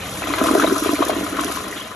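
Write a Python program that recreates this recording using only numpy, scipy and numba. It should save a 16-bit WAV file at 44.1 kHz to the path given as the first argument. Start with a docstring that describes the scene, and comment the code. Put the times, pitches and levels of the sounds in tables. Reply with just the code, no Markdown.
"""A toilet flushes, heard from just above the bowl. Water swirls light balls down the drain, which gulps air in deep glugs.
The balls knock together, pockets of air plop, small bubbles babble, and the rim jets spray until the flow tapers off.
Glugs, plops and bubbles are damped sines of rising pitch; spray joins such bubbles to filtered noise; knocks are short modes.
The bowl and a small bathroom ring briefly; two microphone ports a few centimetres apart pick it up."""
import sys
import numpy as np
from scipy import signal
from scipy.fft import rfft, irfft
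from scipy.io import wavfile
from numba import njit

SR = 44100
rng = np.random.default_rng(int(sys.argv[2]) if len(sys.argv) > 2 else 0)


def file_out(sig):
    """Save sig as 16-bit WAV at sys.argv[1]."""
    # one column per channel
    cols = np.atleast_2d(sig).T
    # limit, then scale
    lim = np.clip(cols, -1, 1)
    pcm = np.round(lim * 32767).astype(np.int16)
    wavfile.write(sys.argv[1], SR, pcm)


N = 85995  # samples, 1.95 s
T = np.arange(N) / SR
BINS_HZ = np.arange(N // 2 + 1) * SR / N

# Level of the rumble in the pipes. Each row: time in seconds, relative level in dB.
PIPE_LEVEL = [(0,3),(0.6,-2.5),(1.3,-1),(1.95,-8)]
# Level of the babbling swirl. Each row: time in seconds, relative level in dB.
SWIRL_LEVEL = [(0,-40.5),(0.17,-41.5),(0.29,-34),(0.44,-25.5),(0.6,-28),(0.8,-31),(1.12,-33),(1.3,-36.5),(1.42,-28.5),(1.53,-33.5),(1.6,-37),(1.74,-38),(1.95,-39.5)]
# Level of the gurgling drain. 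Each row: time in seconds, relative level in dB.
GURGLE_LEVEL = [(0,-45.5),(0.24,-38.5),(0.35,-30),(0.52,-23.5),(0.62,-25),(0.78,-32.5),(0.95,-37),(1.18,-30),(1.3,-35),(1.5,-35.5),(1.6,-37),(1.95,-44)]
# Level of the fizzing bubbles. Each row: time in seconds, relative level in dB.
FIZZ_LEVEL = [(0,-33),(0.15,-36.5),(0.35,-31),(0.62,-33.5),(0.75,-33.5),(0.87,-31),(1.08,-32),(1.28,-34.5),(1.43,-33.5),(1.63,-35.5),(1.82,-34.5),(1.95,-42)]
# Level of the rim spray. Each row: time in seconds, relative level in dB.
SPRAY_LEVEL = [(0,-39),(0.22,-38.5),(0.45,-34),(0.62,-33),(0.71,-35),(0.86,-34),(0.99,-35.5),(1.06,-34.3),(1.25,-36.5),(1.43,-35),(1.62,-37),(1.8,-41),(1.95,-45)]

# Single small bubbles that ring out. Each row: start in seconds, relative level in dB, middle pitch in Hz.
BUBBLE_DRIPS = [(0.027,-14.5,2980),(0.229,-8.5,2610),(0.238,-8.5,1980),(0.29,-10.5,2500),(0.324,-15,3300),(0.424,-17,6700),(0.47,-11,3480),(0.505,-21,3100),(0.6641,-5.5,3810),(0.73,-13,5780),(0.78,-16,3800),(0.787,-17,5640),(0.835,-14,2570),(0.867,-17,2600),(0.934,-13.5,5860),(0.9532,-7.5,2340),(1.05,-14,6130),(1.083,-11.5,3550),(1.406,-15,2730),(1.4655,-11.5,3420),(1.529,-21,3850),(1.726,-8.5,1940),(1.774,-14,3360),(1.8113,-10.5,3270)]
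# Plops in the swirl. Each row: start in seconds, relative level in dB, middle pitch in Hz,
# relative level of the splash in dB.
SWIRL_PLOPS = [(0.22,-11,686,-45),(0.22,-13.5,1320,-37),(0.2699,-15,1315,-30.5),(0.272,-12,700,-50),(0.3518,-15,1220,-42),(0.376,-25,1230,-32),(0.382,-24,1430,-26.5),(0.4125,-4.5,1206,-42),(0.4402,-8,1290,-32),(0.460,-6.5,1100,-33),(0.468,-11,1220,-28),(0.484,-7,1180,-37),(0.5103,-11,1180,-29.5),(0.527,-10,1143,-36),(0.5971,0,1280,-26.5),(0.6092,-9,1360,-29),(0.617,-7,1520,-30),(0.6222,-3.5,1496,-26.5),(0.636,-5.5,1005,-25.5),(0.6732,-7.5,1290,-30.5),(0.708,-19,1310,-45),(0.721,-32,1072,-50),(0.762,-9.5,1330,-36),(0.827,-14,1210,-41),(0.847,-8,1226,-31.5),(0.8916,-7.5,1130,-33.5),(0.99,-13,1320,-48),(1.0207,-3.5,1020,-28.5),(1.0264,-3,1160,-29),(1.045,-15,640,-39),(1.104,-15,1110,-33),(1.132,-13,1120,-36),(1.264,-20,1240,-31),(1.367,-21,1315,-32),(1.387,-12,1090,-46),(1.3927,-4,1283,-29),(1.435,-17,1190,-30.5),(1.482,-18,1090,-46),(1.514,-17,1330,-33),(1.571,-11,1100,-36),(1.915,-18,1200,-52)]
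# Glugs of the drain. Each row: start in seconds, relative level in dB, middle pitch in Hz,
# relative level of the upper resonance in dB.
DRAIN_GLUGS = [(0.283,-20.5,294,-28),(0.299,-17.5,320,-40),(0.375,-21,340,-47),(0.413,-7,271,-15),(0.429,-9.5,301,-47),(0.468,-11.5,321,-43),(0.483,-12,310,-37),(0.509,-8,330,-21),(0.535,-5.5,318,-43),(0.5512,-4.5,371.5,-10.5),(0.559,-19,325,-46),(0.578,-9,307,-35),(0.632,-8,314,-40),(0.6435,-40,294,-9),(0.675,-8.5,329,-24),(0.707,-14.5,381,-43),(0.722,-3.5,355,-46),(0.764,-18,330,-24),(0.821,-11,316,-31),(0.858,-9.5,372,-20),(0.891,-8.5,322,-44),(0.911,-17,310,-43),(0.931,-8.5,290,-21),(0.99,-15,370,-24),(1.004,-5.5,335,-35),(1.024,-27,330,-15.5),(1.095,-16,347,-12),(1.116,-25,344,-24),(1.13,-22,340,-33),(1.163,-13,311,-32),(1.181,-15.5,312,-32),(1.208,-15.5,314,-25.5),(1.229,-21,305,-39),(1.325,-18.5,323,-34),(1.347,-21.5,331,-36),(1.386,-18,334,-30),(1.406,-17,305,-48),(1.448,-14,283,-47),(1.498,-15,312,-25.5),(1.666,-20.5,314,-44)]
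# Spits of spray on the porcelain. Each row: start in seconds, relative level in dB.
SPRAY_SPITS = [(0.2912, -18), (0.4373, -10.5), (0.4664, -11), (0.5497, -12), (0.599, -9), (0.7794, -12),
               (1.049, -12), (1.0834, -11.5), (1.409, -10), (1.4444, -10.5), (1.5215, -12.5)]
# Knocks of the balls. Each row: start in seconds, relative level in dB, lowest mode in Hz.
BALL_KNOCKS = [(0.3378,-7,1320),(0.3818,-21,1580),(0.55,-12,1274),(0.6055,-17,1330),(0.644,-16,1370),(1.1015,-16,1430)]
# Modes of a hollow ball. Each row: ratio to the lowest mode, relative level in dB, decay in seconds.
HOLLOW_BALL_MODES = [(1,2,0.00087),(1.5,-10.5,0.0043),(2.2,-11,.0012),(3.1,-11.5,0.0015)]

# Filter that shapes the rumble in the pipes. Each row: frequency in Hz, gain in dB.
PIPE_SPECTRUM = [(20,-23),(40,-12),(60,4.5),(85,1),(115,4),(150,-7),(192,6.5),(240,-13.5),(480,-2),(800,-6.5),(2000,-27),(6000,-49)]
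# Filter that shapes the swirling water. Each row: frequency in Hz, gain in dB.
SWIRL_SPECTRUM = [(150,-41),(350,-41),(500,-3.5),(700,3),(860,-13.5),(1020,2),(1150,3.5),(1300,4.5),(1520,4.5),(1720,-6.5),(1930,-7),(2200,-25),(3200,-8.5),(5000,-37),(8000,-80)]
# Filter that shapes the gurgle in the drain. Each row: frequency in Hz, gain in dB.
GURGLE_SPECTRUM = [(120,-12),(190,-7),(240,-5),(300,-2),(390,-3),(460,-7.5),(620,-5.5),(720,-14),(850,-7.5),(1200,-54),(3000,-70)]
# Filter that shapes the fizz and the splashes. Each row: frequency in Hz, gain in dB.
FIZZ_SPECTRUM = [(600,-39),(1200,11),(1900,4.5),(2600,0.5),(4000,-2.5),(5000,-6.5),(7000,-1),(10000,-23),(13000,-50)]
# Filter that shapes the spray and the spits. Each row: frequency in Hz, gain in dB.
SPRAY_SPECTRUM = [(900,-26),(2000,-13),(3500,-4),(5000,-5.5),(6000,-.5),(8500,-.5),(9600,0),(10600,3),(11500,1),(12400,-7),(13200,-17),(14000,-38)]
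# How fast the spray flutters. Each row: flutter rate in Hz, gain in dB.
FLUTTER_SPECTRUM = [(4, 5), (12, -7), (60, -9), (250, -60), (900, -70)]

# Share of the fizz heard from near the rim. Each row: frequency in Hz, gain in dB.
RIM_FIZZ_SHARE = [(1900,-16),(2900,-4)]
# Share of the fizz heard from deep in the bowl. Each row: frequency in Hz, gain in dB.
DEEP_FIZZ_SHARE = [(1900,-1),(4000,2.5),(6500,-50.5)]
# The bowl radiates little bass. Each row: frequency in Hz, gain in dB.
BOWL_BASS_LOSS = [(40,-25),(120,-16),(230,-1.5)]
# Resonances of the air in the bowl. Each row: frequency in Hz, relative level in dB, 60 dB decay in seconds.
BOWL_RESONANCES = [(190,-26,0.2),(296,1,0.06),(391,5.5,0.1),(613,-15,0.04),(1013,6,0.065),(1330,-2,0.072),(1564,-15,0.06),(1900,-19,0.044)]
# Walls soak up the treble. Each row: frequency in Hz, gain in dB.
WALL_COLOUR = [(300,-1),(1000,1),(2800,0.5),(4500,3),(7000,-14),(12000,-66)]
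# How unlike the echoes are at the two ports. Each row: frequency in Hz, side against mid in dB.
ECHO_WIDTH = [(200,-22),(600,-10),(1000,-4),(1800,-6),(2700,2),(4500,2)]
# The deep sounds at the two ports. Each row: frequency in Hz, left over right in dB.
DEEP_BALANCE = [(100,4.5),(300,-3.5),(480,5.5),(680,-1.5),(850,12),(1020,11.5),(1400,5),(1700,0.5),(2000,-1),(3000,1),(5000,7)]
# The deep sounds at the two ports. Each row: frequency in Hz, lead of the left in radians.
DEEP_PHASE = [(150,0),(300,.3),(430,.7),(510,.25),(780,1.4),(860,1.2),(960,-1.3),(1100,-.3),(1600,-.1),(2100,.2),(2700,.8),(3700,0),(4400,.6)]

# Layer trims are in dB; a glide is the fraction by which the pitch bends below and above its middle
PIPE_DB, SWIRL_DB, CHURN_DB, GURGLE_DB = -35.5, 0, -13, 0
FIZZ_DB, WASH_DB, DROPS_DB, HISS_DB = -3, -6.5, -3.5, 0
FLUTTER_RMS_DB = 2.3
DRIP_DB, DRIP_RISE_S, DRIP_DECAY_S, DRIP_GLIDE = -13, 0.0018, 0.0028, 0.054
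PLOP_DB, PLOP_RISE_S, PLOP_DECAY_S, PLOP_GLIDE = -5.5, 0.0011, 0.0027, 0.027
SPLASH_DB, SPLASH_DECAY_S = 9, 0.0063
GLUG_DB, GLUG_RISE_S, GLUG_DECAY_S, GLUG_GLIDE = -0.5, 0.003, 0.0057, 0.091
UPPER_DB, UPPER_RISE_S, UPPER_DECAY_S = 6, 0.0017, 0.0036
UPPER_HZ, UPPER_SCATTER = 648, 0.04  # scatter is a fraction either way
SPIT_DB, SPIT_DECAY_S = -6.5, 0.0033
KNOCK_DB, KNOCK_CONTACT_S = 0.5, 0.00025
BOWL_DB, ROOM_DB, ROOM_T60_S = -6, -8, 0.083
PORT_LAG_MS = 0.17
LOW_CUT_HZ, TOP_HZ, CEILING = 30, 14000, 0.92  # the ceiling is a share of full scale


def undb(db):
    """Decibels to gain."""
    return 10 ** (np.asarray(db) / 20)


def unit(x):
    """Scale to an rms of one."""
    return x / np.sqrt(np.mean(x ** 2))


def follow(curve):
    """Gain along a level curve."""
    return undb(np.interp(T, *np.array(curve).T))


def per_bin(points):
    """Join points by straight lines on a log-frequency axis."""
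    hz, value = np.array(points).T
    return np.interp(np.log(BINS_HZ + 1), np.log(hz), value)


def colour(x, points):
    """Filter by a spectrum."""
    return irfft(rfft(x) * undb(per_bin(points)), N)


def coloured_noise(points):
    """Steady noise through a spectrum, at an rms of one."""
    return unit(colour(rng.standard_normal(N), points))


def add(out, start, sound):
    """Mix a sound in at a time."""
    i = max(int(start * SR), 0)
    out[i:i + len(sound)] += sound[:N - i]


def swell(rise, decay):
    """A rounded rise and an exponential decay."""
    t = T[:N // 20]
    attack = np.sin(np.pi / 2 * np.minimum(t / rise, 1)) ** 2
    return attack * np.exp(-np.maximum(t - rise, 0) / decay)


def pocket(hz, rise, decay, glide):
    """A pocket of air rings for a few cycles, its pitch rising as it nears the surface."""
    shape = swell(rise, decay)
    t = T[:len(shape)]
    pitch = hz * (1 + glide * np.tanh((t - rise) / decay - .5))
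    return shape * np.sin(2 * np.pi * np.cumsum(pitch) / SR)


def bursts(rows, decay):
    """Short noise bursts of thrown water, from rows of start and level."""
    out = np.zeros(N)
    shape = swell(decay / 2, decay)
    for start, db in rows:
        add(out, start, undb(db) * shape * rng.standard_normal(len(shape)))
    return out


@njit
def ring(starts, hz, cycles, size, glide):
    """Sum of damped, rising sines, one for each bubble."""
    out = np.zeros(N)
    for k in range(len(hz)):
        length = int(cycles[k] * SR / hz[k]) + 2
        w = 2 * np.pi * hz[k] / SR
        z = size[k] + 0j
        step = np.exp(1j * w - 6 / length)  # turns and shrinks the phasor each sample
        bend = np.exp(1j * w * glide / length)  # here the glide is the whole rise over the life
        first = int(starts[k] * N)
        for i in range(first, min(first + length, N)):
            z *= step
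            step *= bend
            out[i] += z.imag
    return out


def bubbles(count, low_hz, high_hz, cycles, spread_db, glide):
    """A cloud of bubbles of random start, pitch, life and size."""
    when, pitch, life, size = rng.random((count, 4)).T
    hz = low_hz * (high_hz / low_hz) ** pitch
    size_db = -spread_db * np.log(size + 1 / 40)  # a few stand out
    gain = undb(size_db) * np.sqrt(hz / low_hz)
    return ring(when, hz, cycles * (.5 + life), gain, glide)


def pipes():
    """The pipes rumble: low filtered noise."""
    return undb(PIPE_DB) * follow(PIPE_LEVEL) * coloured_noise(PIPE_SPECTRUM)


def swirl():
    """The whirling water folds in air: a babble of ringing bubbles over churning noise."""
    babble = bubbles(count=1500, low_hz=481.0, high_hz=3430, cycles=17.0, spread_db=3.5, glide=0.049)
    churn = undb(CHURN_DB) * coloured_noise(SWIRL_SPECTRUM)
    water = unit(colour(babble, SWIRL_SPECTRUM)) + churn
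    return undb(SWIRL_DB) * follow(SWIRL_LEVEL) * water


def gurgle():
    """The trap gurgles: a dense cloud of low, overlapping bubbles whose pitch climbs."""
    cloud = bubbles(count=420, low_hz=187.7, high_hz=842, cycles=24.6, spread_db=2.0, glide=0.32)
    return undb(GURGLE_DB) * follow(GURGLE_LEVEL) * unit(colour(cloud, GURGLE_SPECTRUM))


def fizz():
    """Tiny bubbles ring in a wash of water noise around the bowl."""
    cloud = bubbles(count=1900, low_hz=1725, high_hz=9120, cycles=51, spread_db=1.5, glide=0.062)
    sparkle = undb(FIZZ_DB) * unit(colour(cloud, FIZZ_SPECTRUM))
    wash = undb(WASH_DB) * coloured_noise(FIZZ_SPECTRUM)
    return follow(FIZZ_LEVEL) * (sparkle + wash)


def spray():
    """The rim jets hiss and patter on the porcelain, fluttering as they break up."""
    drops = bubbles(count=1900, low_hz=3490, high_hz=12540, cycles=58, spread_db=3.5, glide=0.365)
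    patter = undb(DROPS_DB) * unit(colour(drops, SPRAY_SPECTRUM))
    hiss = undb(HISS_DB) * coloured_noise(SPRAY_SPECTRUM)
    flutter_db = FLUTTER_RMS_DB * coloured_noise(FLUTTER_SPECTRUM)
    return (patter + hiss) * follow(SPRAY_LEVEL) * undb(flutter_db)


def drips():
    """Single small bubbles chirp: short sines of rising pitch."""
    out = np.zeros(N)
    for start, db, hz in BUBBLE_DRIPS:
        add(out, start, undb(db + DRIP_DB) * pocket(hz, DRIP_RISE_S, DRIP_DECAY_S, DRIP_GLIDE))
    return out


def plops():
    """Pockets of air folded into the swirl ring briefly, with little bass radiated."""
    out = np.zeros(N)
    for start, db, hz, _ in SWIRL_PLOPS:
        add(out, start, undb(db + PLOP_DB) * pocket(hz, PLOP_RISE_S, PLOP_DECAY_S, PLOP_GLIDE))
    return colour(out, BOWL_BASS_LOSS)


def splashes():
    """Each plop throws up a splash: a short burst of noise."""
    rows = [(start, db + SPLASH_DB) for start, _, _, db in SWIRL_PLOPS]
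    return colour(bursts(rows, SPLASH_DECAY_S), FIZZ_SPECTRUM)


def glugs():
    """The trap gulps air: each pocket rings low, with an upper resonance on top."""
    out = np.zeros(N)
    for start, db, hz, upper_db in DRAIN_GLUGS:
        low = pocket(hz, GLUG_RISE_S, GLUG_DECAY_S, GLUG_GLIDE)
        add(out, start, undb(db + GLUG_DB) * low)
        upper_hz = UPPER_HZ * (1 + UPPER_SCATTER * rng.uniform(-1, 1))
        upper = pocket(upper_hz, UPPER_RISE_S, UPPER_DECAY_S, GLUG_GLIDE)
        add(out, start, undb(upper_db + UPPER_DB) * upper)
    return colour(out, BOWL_BASS_LOSS)


def spits():
    """The jets spit on the porcelain: short bursts of bright noise."""
    return undb(SPIT_DB) * colour(bursts(SPRAY_SPITS, SPIT_DECAY_S), SPRAY_SPECTRUM)


def balls():
    """Hollow balls knock against each other and the porcelain as they crowd into the drain."""
    out = np.zeros(N)
    for start, db, lowest_hz in BALL_KNOCKS:
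        for ratio, mode_db, decay in HOLLOW_BALL_MODES:
            shape = swell(KNOCK_CONTACT_S, decay)
            tone = np.sin(2 * np.pi * lowest_hz * ratio * T[:len(shape)])
            add(out, start, undb(db + mode_db + KNOCK_DB) * shape * tone)
    return out


def bowl(x):
    """The air in the bowl rings on after each sound, as a bank of resonances."""
    response = 0
    for hz, db, t60 in BOWL_RESONANCES:
        decay = t60 / np.log(1000)  # time to fall by a factor of e
        response = response + undb(db) / (1 + 2j * np.pi * (BINS_HZ - hz) * decay)
    return x + undb(BOWL_DB) * irfft(rfft(x) * response, N)


def room(x):
    """A short tail of decaying noise from hard bathroom walls, different at each port."""
    t = T[:N // 4]
    tail = rng.standard_normal((2, len(t))) * undb(-60 * t / ROOM_T60_S)
    tail *= t > .004  # seconds before the first echo
    tail /= np.sqrt(np.sum(tail ** 2, axis=1, keepdims=True))
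    mid, side = signal.fftconvolve(colour(x, WALL_COLOUR)[None], tail, axes=1)[:, :N]
    return undb(ROOM_DB) * (mid + np.array([[1], [-1]]) * colour(side, ECHO_WIDTH))


def ports(x, balance_db, phase):
    """Two microphone ports that differ in level and phase, half of each difference per side."""
    half = undb(balance_db / 2) * np.exp(.5j * phase)
    return irfft(rfft(x) * np.array([half, 1 / half]), N)


def scene():
    """Drain and swirl deep in the bowl, spray near the rim, rumbling pipes and the room."""
    ringing = bowl(glugs() + gurgle() + plops() + swirl())
    deep = ringing + balls() + drips() + colour(fizz() + splashes(), DEEP_FIZZ_SHARE)
    # the fizz and splashes near the rim are drawn afresh
    rim = spray() + spits() + colour(fizz() + splashes(), RIM_FIZZ_SHARE)
    lag_phase = 2 * np.pi * BINS_HZ * PORT_LAG_MS / 1000  # the rim reaches the left port first
    direct = ports(deep, per_bin(DEEP_BALANCE), per_bin(DEEP_PHASE)) + ports(rim, 0, lag_phase)
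    return direct + pipes() + room(deep + rim)


def record(dry):
    """Cut the deepest bass, round the loudest peaks and cut the top."""
    low_cut = signal.butter(2, LOW_CUT_HZ, "highpass", fs=SR, output="sos")
    x = signal.sosfilt(low_cut, dry)
    x = x / (1 + (x / CEILING) ** 6) ** (1 / 6)
    top_cut = signal.ellip(8, .2, 70, TOP_HZ, fs=SR, output="sos")  # 0.2 dB ripple, 70 dB down
    return signal.sosfilt(top_cut, x)


dry = scene()
out = record(dry)
file_out(out)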